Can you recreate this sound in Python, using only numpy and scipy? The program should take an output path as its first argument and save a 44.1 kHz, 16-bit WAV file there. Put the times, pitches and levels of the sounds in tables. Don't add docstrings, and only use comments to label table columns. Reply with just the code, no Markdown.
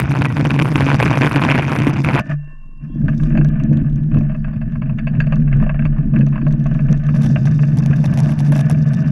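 import sys
import numpy as np
from scipy import signal
from scipy.io import wavfile
from scipy.ndimage import uniform_filter1d

SR = 44100
rng = np.random.default_rng(int(sys.argv[2]) if len(sys.argv) > 2 else 0)


def ratio(d):
    e = np.asarray(d, float) / 20
    return 10 ** e


def to_wav(sig):
    pcm = np.clip(np.atleast_2d(sig), -1, 1) * 32767
    pcm = np.round(pcm).astype(np.int16)
    wavfile.write(sys.argv[1], SR, pcm.T)


N = 401751

# (time [s], first mode level [dB])
FRAME_LOAD = [(0.0, -21.5), (0.12, -16), (1.45, -15), (1.72, -20.5), (1.88, -15), (2.2, -15.5), (3.09, -20),
              (3.4, -12.5), (3.8, -17), (4.23, -18.5), (4.46, -27), (4.94, -18.5), (5.12, -14.5),
              (5.99, -17), (6.4, -16), (6.8, -16.5), (7.1, -12.5), (9.11, -13.5)]
# (frequency [Hz], width [Hz])
FRAME_MODES = [(146, 10), (218, 13)]
# (time [s], level [dB])
GRIP = [
    (2.2, 1),
    (2.23, -20),
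    (2.28, -13),
    (2.32, -1.5),
    (2.37, -36.5),
    (2.79, -26),
    (2.84, -9.5),
    (2.92, -11.5),
    (2.99, 0.5),
]
# (time [s], level [dB], one-sidedness [0-1])
BUMPS = [(0.324, -15, 0.8), (1.518, 0, 0), (2.002, -1, 0.4), (3.072, 7.5, 0.4), (3.372, 6.5, 1),
         (3.568, -4.5, .05), (3.711, 14, 0.8), (3.98, -4.5, 0.89), (4.186, 13, 0.48), (4.39, 2.5, 0.06),
         (5.019, -9.5, .05), (5.399, 8.5, 0.81), (5.528, -5.5, 0.99), (5.559, 6.5, .05), (5.63, 8, 0.93),
         (5.678, -6, 0.5), (5.759, -8.5, 0.7), (5.828, 6.5, 1), (5.938, -4, 1), (6.011, 4, 1),
         (6.194, 19.5, 0.7), (6.42, -8, 0), (6.47, 8, 0.1), (6.92, 11, 0.6), (7.003, -17.5, 0.6),
         (7.258, 7, 1), (8.172, -1.5, 0.1), (8.249, 4, 0.2), (8.35, -7.5, 0), (8.571, 1, 0.8)]
# (time [s], unevenness [dB], grain [dB])
ROAD = [(0.0, -30, -28), (0.24, -24.5, -36.5), (0.92, -26.5, -26.5), (1.47, -25, -19.5), (2.03, -23.5, -29),
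        (2.18, -39, -20), (2.23, -18.5, -27.5), (2.4, -29.5, -23.5), (2.93, -36, -52.5), (3.34, -26.5, -41),
        (3.87, -27.5, -47), (4.2, -32.5, -45), (4.75, -57, -49.5), (5.6, -45, -41), (6.1, -30, -45.5),
        (7.0, -37.5, -40), (8.6, -28, -39.5), (9.11, -45, -37.5)]
# (time [s], sway [dB], looseness [dB])
MOUNT = [(0.0, -57, -52), (1.02, -42, -45), (2.18, -58, -50), (2.3, -35, -52.5), (2.6, -31.5, -60),
         (2.92, -31, -73), (3.04, -22, -75), (3.21, -18, -57), (3.6, -21.5, -100), (3.85, -24, -74.5),
         (4.31, -22.5, -75), (4.74, -27.5, -81.5), (5.2, -25, -75), (5.7, -15, -75.5), (6.11, -25, -76.5),
         (6.9, -23.5, -64.5), (7.3, -34, -54), (9.11, -37.5, -56.5)]
# (frequency [Hz], width [Hz], level [dB])
BODY_RING = [(625, 74, 8.5), (450, 21, 1.5), (870, 39, -9), (1250, 200, -2), (1525, 180, 2),
             (1699, 71, 3.5), (2432, 200, -10.5), (2605, 290, -8.5), (3430, 180, -43), (3330, 110, -36)]
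# (frequency [Hz], width [Hz], level [dB])
RUMBLE_RING = [(57, 25, -8.5), (101, 110, 7.5)]
# (time [s], peak level [dB], hold [s])
COARSE_PATCHES = [(0.05, -32.5, 0.01), (0.078, -17.5, 0.0058), (0.109, -14.5, 0.011), (0.14, -8, 0.019),
                  (0.165, -15, 0.0057), (0.209, -6.5, 0.016), (0.248, -5.5, 0.0077), (0.303, -11, 0.0085),
                  (0.361, -8.5, 0.0092), (0.393, -10.5, 0.015), (0.445, -8, 0.0058), (0.5, -4.5, 0.0026),
                  (0.537, -16, 0.018), (0.551, -13.5, 0.019), (0.588, -4.5, 0.0074), (0.608, -7, 0.0056),
                  (0.647, -10.5, 0.011), (0.671, -12, 0.0059), (0.712, -16.5, 0.015), (0.751, -6.5, 0.025),
                  (0.8, -7.5, 0.035), (0.864, -7.5, 0.051), (0.901, -5.5, 0.023), (0.93, -9, 0.015),
                  (0.995, -3.5, 0.043), (1.056, -10, 0.027), (1.099, -13.5, 0.012), (1.129, -11, 0.01),
                  (1.157, -6.5, 0.016), (1.211, -5.5, 0.032), (1.236, -6, 0.025), (1.29, -22, 0.014),
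                  (1.312, -9, 0.0099), (1.341, -7.5, 0.0086), (1.358, -11.5, 0.004), (1.415, -6, 0.047),
                  (1.484, -4.5, 0.027), (1.508, -10, 0.0098), (1.546, -11.5, 0.0079), (1.578, -4.5, 0.0057),
                  (1.621, -10.5, 0.0085), (1.645, -15.5, 0.012), (1.687, -16.5, 0.013),
                  (1.703, -8.5, 0.023), (1.75, -11.5, 0.057), (1.793, -11.5, 0.0043), (1.868, -5, 0.0075),
                  (1.958, -15.5, 0.0098), (2.02, -39, 0.011), (2.039, -12, 0.0097), (2.087, -8, 0.0046),
                  (2.13, -8.5, 0.027), (2.184, -13, 0.015)]
# (frequency [Hz], width [Hz], level [dB])
HOUSING_RING = [(383, 220, 7), (1030, 322, 6), (1500, 334, 4), (2445, 495, 1.5), (3600, 2600, -40)]
# (frequency [Hz], width [Hz], level [dB])
HOUSING_TOP_RING = [(4400, 550, -31), (6440, 810, -29.5), (7000, 1100, -33), (9800, 1700, -31.5),
                    (10000, 1300, -41.5), (13500, 2400, -53)]
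# (frequency [Hz], width [Hz], level [dB])
PUSH_RING = [(150, 64, -6.5), (250, 97, 2.5)]
# (frequency [Hz], width [Hz], level [dB])
TICK_RING = [(3640, 200, 0), (4990, 830, -4), (5680, 910, -4.5), (7350, 370, -8.5), (8030, 690, -16)]
# (start [s], length [s], level [dB])
RATTLE_RUNS = [(0.006, 0.04, -49), (0.098, 0.03, -46.5), (0.134, 0.074, -52), (0.198, 0.036, -56),
               (0.235, 0.038, -52), (0.285, 0.03, -52), (0.31, 0.034, -48.5), (0.355, 0.05, -53),
               (0.44, 0.03, -47), (0.479, 0.038, -53), (0.527, 0.048, -54), (0.58, 0.088, -47),
               (0.661, 0.044, -45.5), (0.699, 0.054, -46.5), (0.744, 0.094, -51), (0.846, 0.052, -50),
               (0.89, 0.086, -54.5), (0.994, 0.062, -40), (1.05, 0.092, -55), (1.13, 0.062, -48),
               (1.184, 0.106, -49), (1.293, 0.04, -51), (1.332, 0.05, -48), (1.392, 0.134, -51),
               (1.536, 0.058, -49), (1.612, 0.092, -52.5), (1.707, 0.1, -47), (1.828, 0.08, -47.5),
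               (2.03, 0.03, -44), (2.08, 0.064, -51.5), (2.135, 0.076, -50)]
# (frequency [Hz], width [Hz], level [dB])
RATTLE_RING = [(9870, 2000, -1.5), (11400, 1800, -7)]
# (time [s], peak [dB], low ring [dB re peak], high ring [dB re peak])
WHEEL_KNOCKS = [(3.0824, -10.5, -10, -50), (3.2312, -24, -4.5, -46), (3.3735, -8.5, -10, -43),
                (3.411, -17.5, -10, -53.5), (3.772, -31.5, 3, -32), (4.208, -23.5, 0, -51),
                (4.6135, -22.5, -7, -46), (4.8949, -23, -2, -48), (4.985, -11.5, -18, -50),
                (5.07, -9, -12.5, -46), (5.2024, -4, -20, -40.5), (5.268, -17, -8, -44),
                (5.3229, -6, -8, -53.5), (5.5268, -12.5, -25.5, -51), (5.6929, -11.5, -4.5, -63),
                (5.7919, -16.5, -8, -62), (5.8522, -11, -12.5, -42), (6.161, -12, -14.5, -56),
                (6.2089, -14.5, -24, -46), (6.4654, -18.5, 1, -44), (6.6569, -17, -1.5, -46),
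                (7.0879, -17.5, -6, -45), (7.3584, -9, -3.5, -62), (7.8009, -28, 3.5, -47),
                (7.9292, -13, -14, -47), (8.1253, -19.5, -6, -43), (8.3863, -39, 2, -42),
                (8.5216, -13.5, -2.5, -43), (8.5569, -15.5, -0.5, -46), (8.7026, -15.5, -4, -41)]
# (time [s], peak level [dB])
STONE_TAPS = [(3.322, -24), (3.3514, -18), (4.1152, -26), (4.1436, -19), (4.1686, -20), (4.2954, -25),
              (4.3454, -23.5), (4.4442, -22.5), (4.8181, -20.5), (5.962, -29), (5.4756, -23), (5.5998, -23),
              (5.6248, -19), (5.6632, -20), (5.743, -22.5), (5.8218, -21.5), (6.1366, -22.5),
              (6.3569, -19.5), (6.378, -22), (6.5342, -28), (6.712, -23.5), (6.7472, -22.5), (6.7907, -19),
              (6.8849, -21), (7.1406, -23.5), (7.5898, -20), (7.6322, -19.5), (7.908, -17), (8.0426, -19.5),
              (8.9327, -34)]
# (time [s], peak level [dB])
WHEEL_GRIT = [(3.014, -33), (3.13, -26), (3.198, -24.5), (3.446, -19.5), (3.564, -27), (3.598, -21),
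              (3.727, -23.5), (4.316, -29), (4.478, -30), (4.531, -28), (4.56, -26.5), (4.721, -30),
              (4.754, -24.5), (4.858, -32), (4.513, -38), (5.15, -24), (5.364, -24.5), (5.513, -29.5),
              (5.983, -24.5), (6.266, -22), (6.324, -25), (6.414, -22), (6.506, -26.5), (6.926, -20.5),
              (7.065, -28), (7.159, -18), (7.208, -22), (7.242, -24), (7.47, -15), (7.518, -33),
              (7.826, -19.5), (8.319, -19), (8.4, -19), (8.457, -30), (8.591, -18), (8.607, -22),
              (8.855, -25), (8.891, -27), (9.08, -24)]
# (frequency [Hz], level [dB], decay by 60 dB [s])
WHEEL_MODES = [(622.6, -16, 0.074), (1137, -12, 0.019), (1640, -5.5, 0.03), (2210, -13, 0.011),
               (2600, -14.5, 0.021), (2668, -26, 0.027), (3580, -15, 0.043), (4170, -20, 0.023),
               (4550, 0.5, 0.096), (6200, -35, 0.063), (6740, -17, 0.036), (7500, -36, 0.044)]
# (time [s], peak level [dB])
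LANDING_BUMPS = [
    (2.833, -23.5),
    (2.897, -14),
    (2.955, -7.5),
    (3.036, -5),
]
# (start [s], length [s], peak level [dB])
SNAP_BOUTS = [(7.149, 0.03, -47), (7.218, 0.051, -36.5), (7.374, 0.003, -54), (7.455, 0.013, -35),
              (7.772, 0.02, -38), (7.861, 0.0034, -33), (7.964, .007, -39.5), (8.041, 0.027, -34),
              (8.139, .007, -35.5), (8.1745, 0.033, -31.5), (8.231, .03, -38.5), (8.2904, 0.038, -39.5),
              (8.39, 0.023, -35.5), (8.448, 0.037, -43), (8.5212, 0.091, -33), (8.698, .017, -31.5),
              (8.935, 0.011, -37)]
# (frequency [Hz], width [Hz], level [dB])
SNAP_RING = [(674, 270, 23), (1510, 1600, 10.5), (3220, 1900, -10), (5380, 640, 7), (6960, 250, -7),
             (10170, 1000, -5), (10900, 2200, 0.5)]
# (time [s], peak level [dB])
LONE_CLICKS = [(3.0798, -51), (3.1436, -57.5), (3.202, -61), (3.2354, -35.5), (3.2968, -46), (3.3756, -54),
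               (3.4474, -38), (3.4878, -39.5), (3.5966, -49), (3.637, -40), (3.7328, -43.5), (3.7722, -37),
               (3.8979, -47.5), (3.9278, -48.5), (3.9593, -45), (4.0351, -49), (4.1448, -44.5),
               (4.1872, -38.5), (4.2127, -48), (4.2321, -43.5), (4.3564, -62), (4.3908, -63), (4.6153, -64),
               (4.7215, -56), (4.9864, -52), (5.0732, -51.5), (5.2044, -37), (5.2658, -47.5), (5.3227, -48),
               (5.3576, -41), (5.4105, -49), (5.5267, -56), (5.5696, -46.5), (5.618, -50), (5.8515, -51),
               (6.1902, -45.5), (6.2655, -39), (6.287, -49), (6.3189, -56), (6.3493, -57.5), (6.4526, -53),
               (6.4696, -50.5), (6.484, -42.5), (6.5115, -49.5), (6.5254, -40.5), (6.5848, -60.5),
               (6.5988, -46), (6.6242, -64), (6.6417, -44.5), (6.6671, -44), (6.695, -60), (6.7409, -47),
               (6.7459, -46), (6.8058, -49.5), (6.8682, -49), (6.928, -33), (6.9769, -41.5),
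               (7.0383, -46.5), (7.0672, -39)]
# (frequency [Hz], width [Hz], level [dB])
CLICK_RING = [(3200, 1600, 6), (5840, 730, 5.5)]
# (time [s], peak level [dB])
START_CLICK = [
    (0.0015, -25),
]
# (frequency [Hz], width [Hz], level [dB])
START_RING = [(6000, 7500, 4.5), (14000, 6800, 3)]
# (time [s], first [dB], second [dB], third [dB])
SPOKE_LEVELS = [
    (2.19, -100, -100, -100),
    (2.21, -39.5, -87, -71),
    (2.34, -52, -81, -74),
    (2.39, -58, -62, -71),
    (2.53, -55, -56, -62),
    (2.618, -70, -62, -64),
    (2.8, -77, -64, -64),
    (3.0, -61, -66, -64),
]
# (strongest [Hz], weaker [Hz], weakest [Hz])
SPOKE_LINES = [
    [1766, 1561, 1631],
    [2724, 2789, 2765],
    [1066, 1130, 904],
]
# (time [s], frequency [Hz], level [dB])
SPOKE_WHIRR = [
    (2.36, 1130, -86),
    (2.5, 1076, -59),
    (2.75, 1090, -73),
    (2.9, 1030, -67),
    (3.05, 953, -67),
]
# (time [s], frequency [Hz], level [dB])
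ROAD_WHINE = [
    (2.85, 3200, -97),
    (2.91, 3250, -67),
    (2.97, 3330, -70),
    (3.05, 3400, -85),
]
# (time [s], peak level [dB])
LOW_PINGS = [(4.5337, -62), (4.7238, -60), (4.818, -65), (4.9857, -49), (5.075, -61), (5.2057, -55),
             (5.2695, -65), (5.3214, -62), (5.5279, -64), (5.5693, -63.5), (5.6182, -55.5), (5.6911, -61),
             (5.8158, -61), (5.8547, -56)]
# (time [s], peak level [dB])
HIGH_PINGS = [(4.3905, -61), (4.5347, -61), (4.615, -64), (4.7253, -69), (4.8185, -65), (4.9896, -60),
              (5.073, -54), (5.205, -53), (5.27, -66), (5.3239, -54), (5.3583, -60), (5.5269, -65),
              (5.6177, -63), (5.8505, -65)]
# (time [s], level [dB])
CAR_LEVEL = [
    (7.2, -60.5),
    (7.9, -51.5),
    (8.25, -38),
    (8.65, -54),
    (9.11, -53),
]
# (frequency [Hz], width [Hz], level [dB])
CAR_RING = [(523, 440, 4), (890, 160, -5.5)]

COARSE_END_S = 2.198
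AIRBORNE_FROM_S, AIRBORNE_TO_S = 2.3, 2.8
BODY_TOP_HZ = 3150
PATCH_DB = -13


def rms_one(x):
    return x / np.sqrt(np.mean(x ** 2) + 1e-20)


def in_time(rows):
    s, *columns = np.transpose(rows)
    after = -120 if s[-1] < 9 else None
    return [np.interp(np.arange(N) / SR, s, column, right=after) for column in columns]


def peak(x, hz, width):
    r = np.exp(-np.pi * max(width, 1) / SR)
    poles = [1, -2 * r * np.cos(2 * np.pi * hz / SR), r * r]
    return signal.lfilter([(1 - r * r) / 2, 0, (r * r - 1) / 2], poles, x + 1e-18)


def dying_line(strikes, hz, t60):
    r, w = ratio(-60 / (t60 * SR)), 2 * np.pi * hz / SR
    return signal.lfilter([0, np.sin(w)], [1, -2 * r * np.cos(w), r * r], strikes + 1e-18)


def fading(x, fade_s):
    return signal.lfilter([1], [1, -np.exp(-1 / (fade_s * SR))], x)


def resonate(x, modes, steep=False):
    if steep:
        return sum(ratio(db) * peak(peak(x, hz, 1.5 * width), hz, 1.5 * width) for hz, width, db in modes)
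    return sum((-1) ** k * ratio(db) * peak(x, hz, width) for k, (hz, width, db) in enumerate(modes))


def drift(rate_hz):
    r = np.exp(-2 * np.pi * rate_hz / SR)
    return rms_one(signal.lfilter([1], [1, -2 * r, r * r], rng.standard_normal(N + SR))[SR:])


def evened(x, span_s, share):
    level = np.sqrt(uniform_filter1d(x * x, int(span_s * SR)) + 1e-9)
    return rms_one(x / level ** np.clip(share, 0, 1))


def band(low_hz, high_hz):
    sos = signal.butter(3, [low_hz, high_hz], "band", fs=SR, output="sos")
    return signal.sosfilt(sos, rng.standard_normal(N + SR))[SR:]


def below(x, hz):
    return signal.sosfilt(signal.butter(4, hz, "low", fs=SR, output="sos"), x)


def frame(first_db, second_db):
    low_hz, low_width_hz, coarse_twist_db = 137, 18, -4.5
    lean_s = .0018
    n, out = np.arange(N), 0
    coarse = uniform_filter1d((n < COARSE_END_S * SR) * 1., size=900)
    for k, ((hz, width), db) in enumerate(zip(FRAME_MODES, (first_db, second_db))):
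        road = rng.standard_normal(N) * ratio(3.0 * drift(25))
        mode = peak(peak(road, hz, width), hz, 4.3 * width)
        if k == 0:
            laden = rms_one(peak(peak(road, low_hz, low_width_hz), low_hz, 3.5 * low_width_hz))
            mode += coarse * (laden * np.std(mode) - mode)
        else:
            db = db + coarse_twist_db * coarse
        out = out + ratio(db) * evened(mode, span_s=.07, share=.8)
    return np.interp(n - lean_s * SR * coarse * out, n, out)


def bumps():
    rise_s, fall_s = 0.087, 0.1
    t = np.arange(0, N, 64) / SR
    out = np.zeros((3, len(t)))
    for s, db, side in BUMPS:
        slope = np.interp(t, [s - rise_s, s, s + fall_s], [0, 1, 0])
        out += np.outer([1 - side, side, 1], db * slope)
    return [np.interp(np.arange(N) / SR, t, row) for row in out]


def swell():
    kicks, end = np.zeros(N), int(COARSE_END_S * SR)
    for s, db, _ in COARSE_PATCHES:
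        kicks[int(s * SR)] = ratio(db)
    kicks[0] = ratio(-10.0)
    level = fading(kicks, .025)[:end] + ratio(-21.0)
    db = uniform_filter1d(20 * np.log10(level), size=260)
    return np.pad(db - uniform_filter1d(db, size=13000), (0, N - end))


def contacts(shaking, reach, gust_db, spread_db, chatter_s, chatter):
    speed = np.abs(np.gradient(evened(shaking, span_s=0.048, share=0.89)))
    turn = np.diff(np.sign(shaking), prepend=0)
    crossing = (turn < 0) + 0.25 * (turn > 0)
    force = np.maximum(rms_one(speed) * ratio(gust_db * drift(32)) - reach, 0)
    force = force * ratio(spread_db * np.minimum(rng.standard_normal(N), 1.5))
    slap = crossing * force
    tail = fading(slap, chatter_s) * rng.standard_normal(N)
    return slap * rng.choice([-1, 1], N) + chatter * tail


def clatter(shaking):
    t = np.arange(N) / SR
    small = rng.random(N) < 8 / SR
    patches = small * ratio(-32 + 3.6 * rng.standard_normal(N))
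    patches *= ratio(np.interp(t, [0, .8], [-8, 0]))
    patches[0] = ratio(-14.0)
    held = patches.copy()
    for s, db, hold_s in COARSE_PATCHES:
        patches[int(s * SR)] = ratio(db + PATCH_DB)
        held[int((s + hold_s) * SR)] = ratio(db + PATCH_DB)
    strength = fading(held, 0.011) + ratio(-88.0)
    for s, db, hold_s in COARSE_PATCHES:
        strength[int(s * SR):int((s + hold_s) * SR)] = ratio(db + PATCH_DB)
    strength = uniform_filter1d(strength * (t < COARSE_END_S), size=130)
    slaps = contacts(shaking, 0.014, 2.0, 2.0, chatter_s=0.0011, chatter=1.0)
    opening = np.minimum(patches * ratio(29.0), 1) ** 2
    slaps = rms_one(slaps) + ratio(17.0) * opening
    housing = below(resonate(slaps, HOUSING_RING), 6000) + resonate(slaps, HOUSING_TOP_RING, steep=True)
    push = ratio(26.5) * resonate(below(patches, 480), PUSH_RING)
    return strength * evened(housing, span_s=0.035, share=.9) + push


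def roll(roll_db, shaking):
    stone_hits = (rng.random(N) < 30 / SR) * ratio(3.0 * rng.standard_normal(N))
    bursts = np.minimum(fading(stone_hits, 0.02), 1.3)
    grain = rng.standard_normal(N) * (0.6 + bursts) * ratio(3.0 * drift(110))
    body = below(resonate(grain, BODY_RING, steep=True), BODY_TOP_HZ)
    end = int(COARSE_END_S * SR)
    slope = np.gradient(shaking[:end])
    fall = np.clip(-slope / np.std(slope), -1, 2)
    buzz = below(resonate(grain[:end] * ratio(6.0 * fall), HOUSING_RING), 3500)
    wide = rms_one(buzz) * np.std(body[:end])
    body[:end] += .9 * (wide - body[:end])
    return ratio(roll_db - 1) * evened(body, span_s=1.0, share=0.15)


def rumble_and_thud(rumble_db, thud_db):
    jolts = ratio(5.2 * drift(20))
    thud = evened(below(band(219.0, 325.0), 350) * jolts, span_s=0.037, share=.35)
    rumble = evened(resonate(rng.standard_normal(N) * jolts, RUMBLE_RING), span_s=0.48, share=1.0)
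    return ratio(thud_db) * thud + below(ratio(rumble_db) * rumble, 220)


def stones():
    gravel_per_s, gravel_from_s = 4, 3.1
    span = N / SR - gravel_from_s - .05
    luck = rng.random((int(gravel_per_s * span), 2))
    gravel = [(gravel_from_s + span * a, -38 - 2.5 * np.log(b)) for a, b in luck]
    grit = [(s, db - 2, -4.5, -45) for s, db in WHEEL_GRIT]
    taps = [(s, db, -4, -50.5) for s, db in list(STONE_TAPS) + gravel]
    return list(WHEEL_KNOCKS) + grit + taps


def knocks():
    s, peak_db, low_db, high_db = np.transpose(stones())
    at, out = (s * SR).astype(int), np.zeros(N)
    luck = rng.standard_normal((len(at), len(WHEEL_MODES)))
    for k, (hz, db, t60) in enumerate(WHEEL_MODES):
        colour_db = 0 * s
        if hz < 1400:
            colour_db = low_db + 10.5
        elif hz > 3200:
            colour_db = np.minimum(high_db, -31) + 9.5
        strikes = np.zeros(N)
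        strikes[at] = ratio(peak_db + colour_db + .5 * db - 27.0 + 2.5 * luck[:, k])
        scuff = fading(strikes, 0.0086) * rng.standard_normal(N)
        ring = dying_line(5.0 * strikes + scuff, hz, 0.59 * t60)
        if hz <= 3200:
            ring = below(ring, BODY_TOP_HZ)
        out += peak(ring, hz, 1100)
    return out


def sway(sway_db, aloft):
    driven = evened(below(band(16, 36), 86), span_s=0.15, share=0.42)
    free = np.sqrt(2) * np.sin(2 * np.pi * 21.5 * np.arange(N) / SR)
    return ratio(sway_db) * (driven * (1 - aloft) + free * aloft)


def landing():
    pushes, brush = np.zeros(N), np.zeros(N)
    for s, db in LANDING_BUMPS:
        pushes[int(s * SR)] = ratio(db + 33.0)
    brush[int(2.29 * SR)] = ratio(-9 + 68.0)
    ringing = peak(peak(brush, 146, 5.0), 160, 27.0)
    return ringing + resonate(below(pushes, 560), [(154, 48, -22), (246, 84, 3.0), (317, 83, -1.0)])


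def ticks(shaking, tick_db):
    slaps = contacts(shaking, 0.06, 1.5, 4.5, chatter_s=0.0021, chatter=0.73)
    return ratio(tick_db) * evened(resonate(slaps, TICK_RING, steep=True), span_s=0.1, share=0.5)


def bout_lift():
    t, lift = np.arange(0, N, 64) / SR, 0
    for s, length, _ in SNAP_BOUTS:
        end = s + length
        lift = lift + np.interp(t, [s - .005, s, end, end + 0.011], [0, 1, 1, 0])
    return 6.5 * np.interp(np.arange(N) / SR, t, np.minimum(lift, 1))


def snap_times():
    period_s, offbeat_db, spread_db = .00472, -3.5, 2.5
    luck = rng.standard_normal((len(SNAP_BOUTS), 30))
    events = []
    for i, (s, length, db) in enumerate(SNAP_BOUTS):
        for k in range(int(length / period_s) + 1):
            events.append((s + k * period_s, db + offbeat_db * (k % 3) ** 2 + spread_db * luck[i, k]))
    return events


def snaps(events, modes, burst_s):
    hits = np.zeros(N)
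    for s, db in events:
        hits[int(s * SR)] = ratio(db + 9.0)
    burst = fading(hits, burst_s) * rng.choice([-1, 1], N)
    return resonate(burst, modes, steep=True)


def rattle(shaking):
    upward = np.diff(np.sign(shaking), prepend=0) > 0
    runs = np.full(N, ratio(-14))
    for s, length, db in RATTLE_RUNS:
        runs[int((s + .003) * SR):int((s + length - .006) * SR)] = ratio(db + 65.0)
    force = runs * ratio(2.2 * drift(34) + 4.0 * rng.standard_normal(N))
    clicks = upward * force * (np.arange(N) / SR < COARSE_END_S)
    ring = rms_one(below(resonate(clicks, RATTLE_RING, steep=True), 12500))
    return ratio(-54.5) * ring * np.sqrt(COARSE_END_S * SR / N)


def spokes():
    t, out = np.arange(N) / SR, 0
    for db, group, waver_db in zip(in_time(SPOKE_LEVELS), SPOKE_LINES, (1.5, 3, 4)):
        for hz, line_db in zip(group, (2.5, -9, -12)):
            out = out + ratio(db + line_db + waver_db * drift(21)) * np.sin(2 * np.pi * hz * t)
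    return out


def whirr(rows, width_hz):
    hz, db = in_time(rows)
    phase = 2 * np.pi * np.cumsum(np.maximum(hz, 0)) / SR
    return ratio(db) * (drift(width_hz) * np.sin(phase) + drift(width_hz) * np.cos(phase))


def squeak():
    start_s, end_s, hz, db = .268, .302, 1950, -35
    t = np.arange(N) / SR
    envelope = np.interp(t, [start_s - .004, start_s, end_s, end_s + 0.0034], [0, 1, 1, 0])
    return ratio(db) * envelope * np.sin(2 * np.pi * hz * t)


def pings():
    out = 0
    for rows, hz in ((LOW_PINGS, 3500), (HIGH_PINGS, 4600)):
        strikes = np.zeros(N)
        for s, db in rows:
            strikes[int(s * SR)] = ratio(db)
        out = out + peak(dying_line(strikes, hz, .07), hz, 400)
    return out


def car():
    level_db = np.interp(np.arange(N) / SR, *np.transpose(CAR_LEVEL), left=-120)
    return ratio(level_db) * rms_one(resonate(rng.standard_normal(N), CAR_RING, steep=True))


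def scene():
    t = np.arange(N) / SR
    (load_db,), (uneven_db, grain_db), (sway_db, loose_db) = in_time(FRAME_LOAD), in_time(ROAD), in_time(MOUNT)
    grip_db = np.interp(t, *np.transpose(GRIP))
    bend_db, twist_db, jolt_db = bumps()
    patch_db = swell()
    aloft = uniform_filter1d(((t > AIRBORNE_FROM_S) & (t < AIRBORNE_TO_S)) * 1., size=900)

    first_db = load_db + bend_db + grip_db + .3 * patch_db
    second_db = -24.5 + .3 * (load_db - load_db.mean()) + grip_db + twist_db + .3 * patch_db
    rumble_db = -26 + 0.17 * (uneven_db - uneven_db.mean()) + 0.52 * jolt_db + grip_db
    thud_db = uneven_db + 0.57 * jolt_db + grip_db + .6 * patch_db
    roll_db = grain_db + .12 * jolt_db + 0.94 * grip_db + .6 * patch_db
    tick_db = loose_db + .4 * jolt_db + 0.67 * grip_db + bout_lift()

    shaking = frame(first_db, second_db) * (1 - 0.16 * aloft)
    through = shaking + roll(roll_db, shaking) + rumble_and_thud(rumble_db, thud_db)
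    through += knocks() + sway(sway_db, aloft) + landing()
    through += spokes() + whirr(SPOKE_WHIRR, width_hz=70) + whirr(ROAD_WHINE, width_hz=110)
    through += squeak() + pings() + car()
    through -= 1.4 * peak(through, 404, 140)

    loose = clatter(shaking) + ticks(shaking, tick_db) + rattle(shaking)
    loose += below(snaps(snap_times(), SNAP_RING, burst_s=0.00047), 11300)
    loose += snaps(LONE_CLICKS, CLICK_RING, burst_s=0.00032)
    loose += snaps(START_CLICK, START_RING, burst_s=0.00051)
    return (through + loose)[None]


def low_pass(x):
    return signal.sosfilt(signal.butter(12, 15800, fs=SR, output="sos"), x)


def record(dry):
    top = .9
    hiss = ratio(-79.5) * below(rng.standard_normal(N), 10500)
    fade = np.minimum((N - np.arange(N)) / (.004 * SR), 1)
    return low_pass(fade * top * np.tanh(1.062 * (dry + hiss) / top))


dry = scene()
out = record(dry)
to_wav(out)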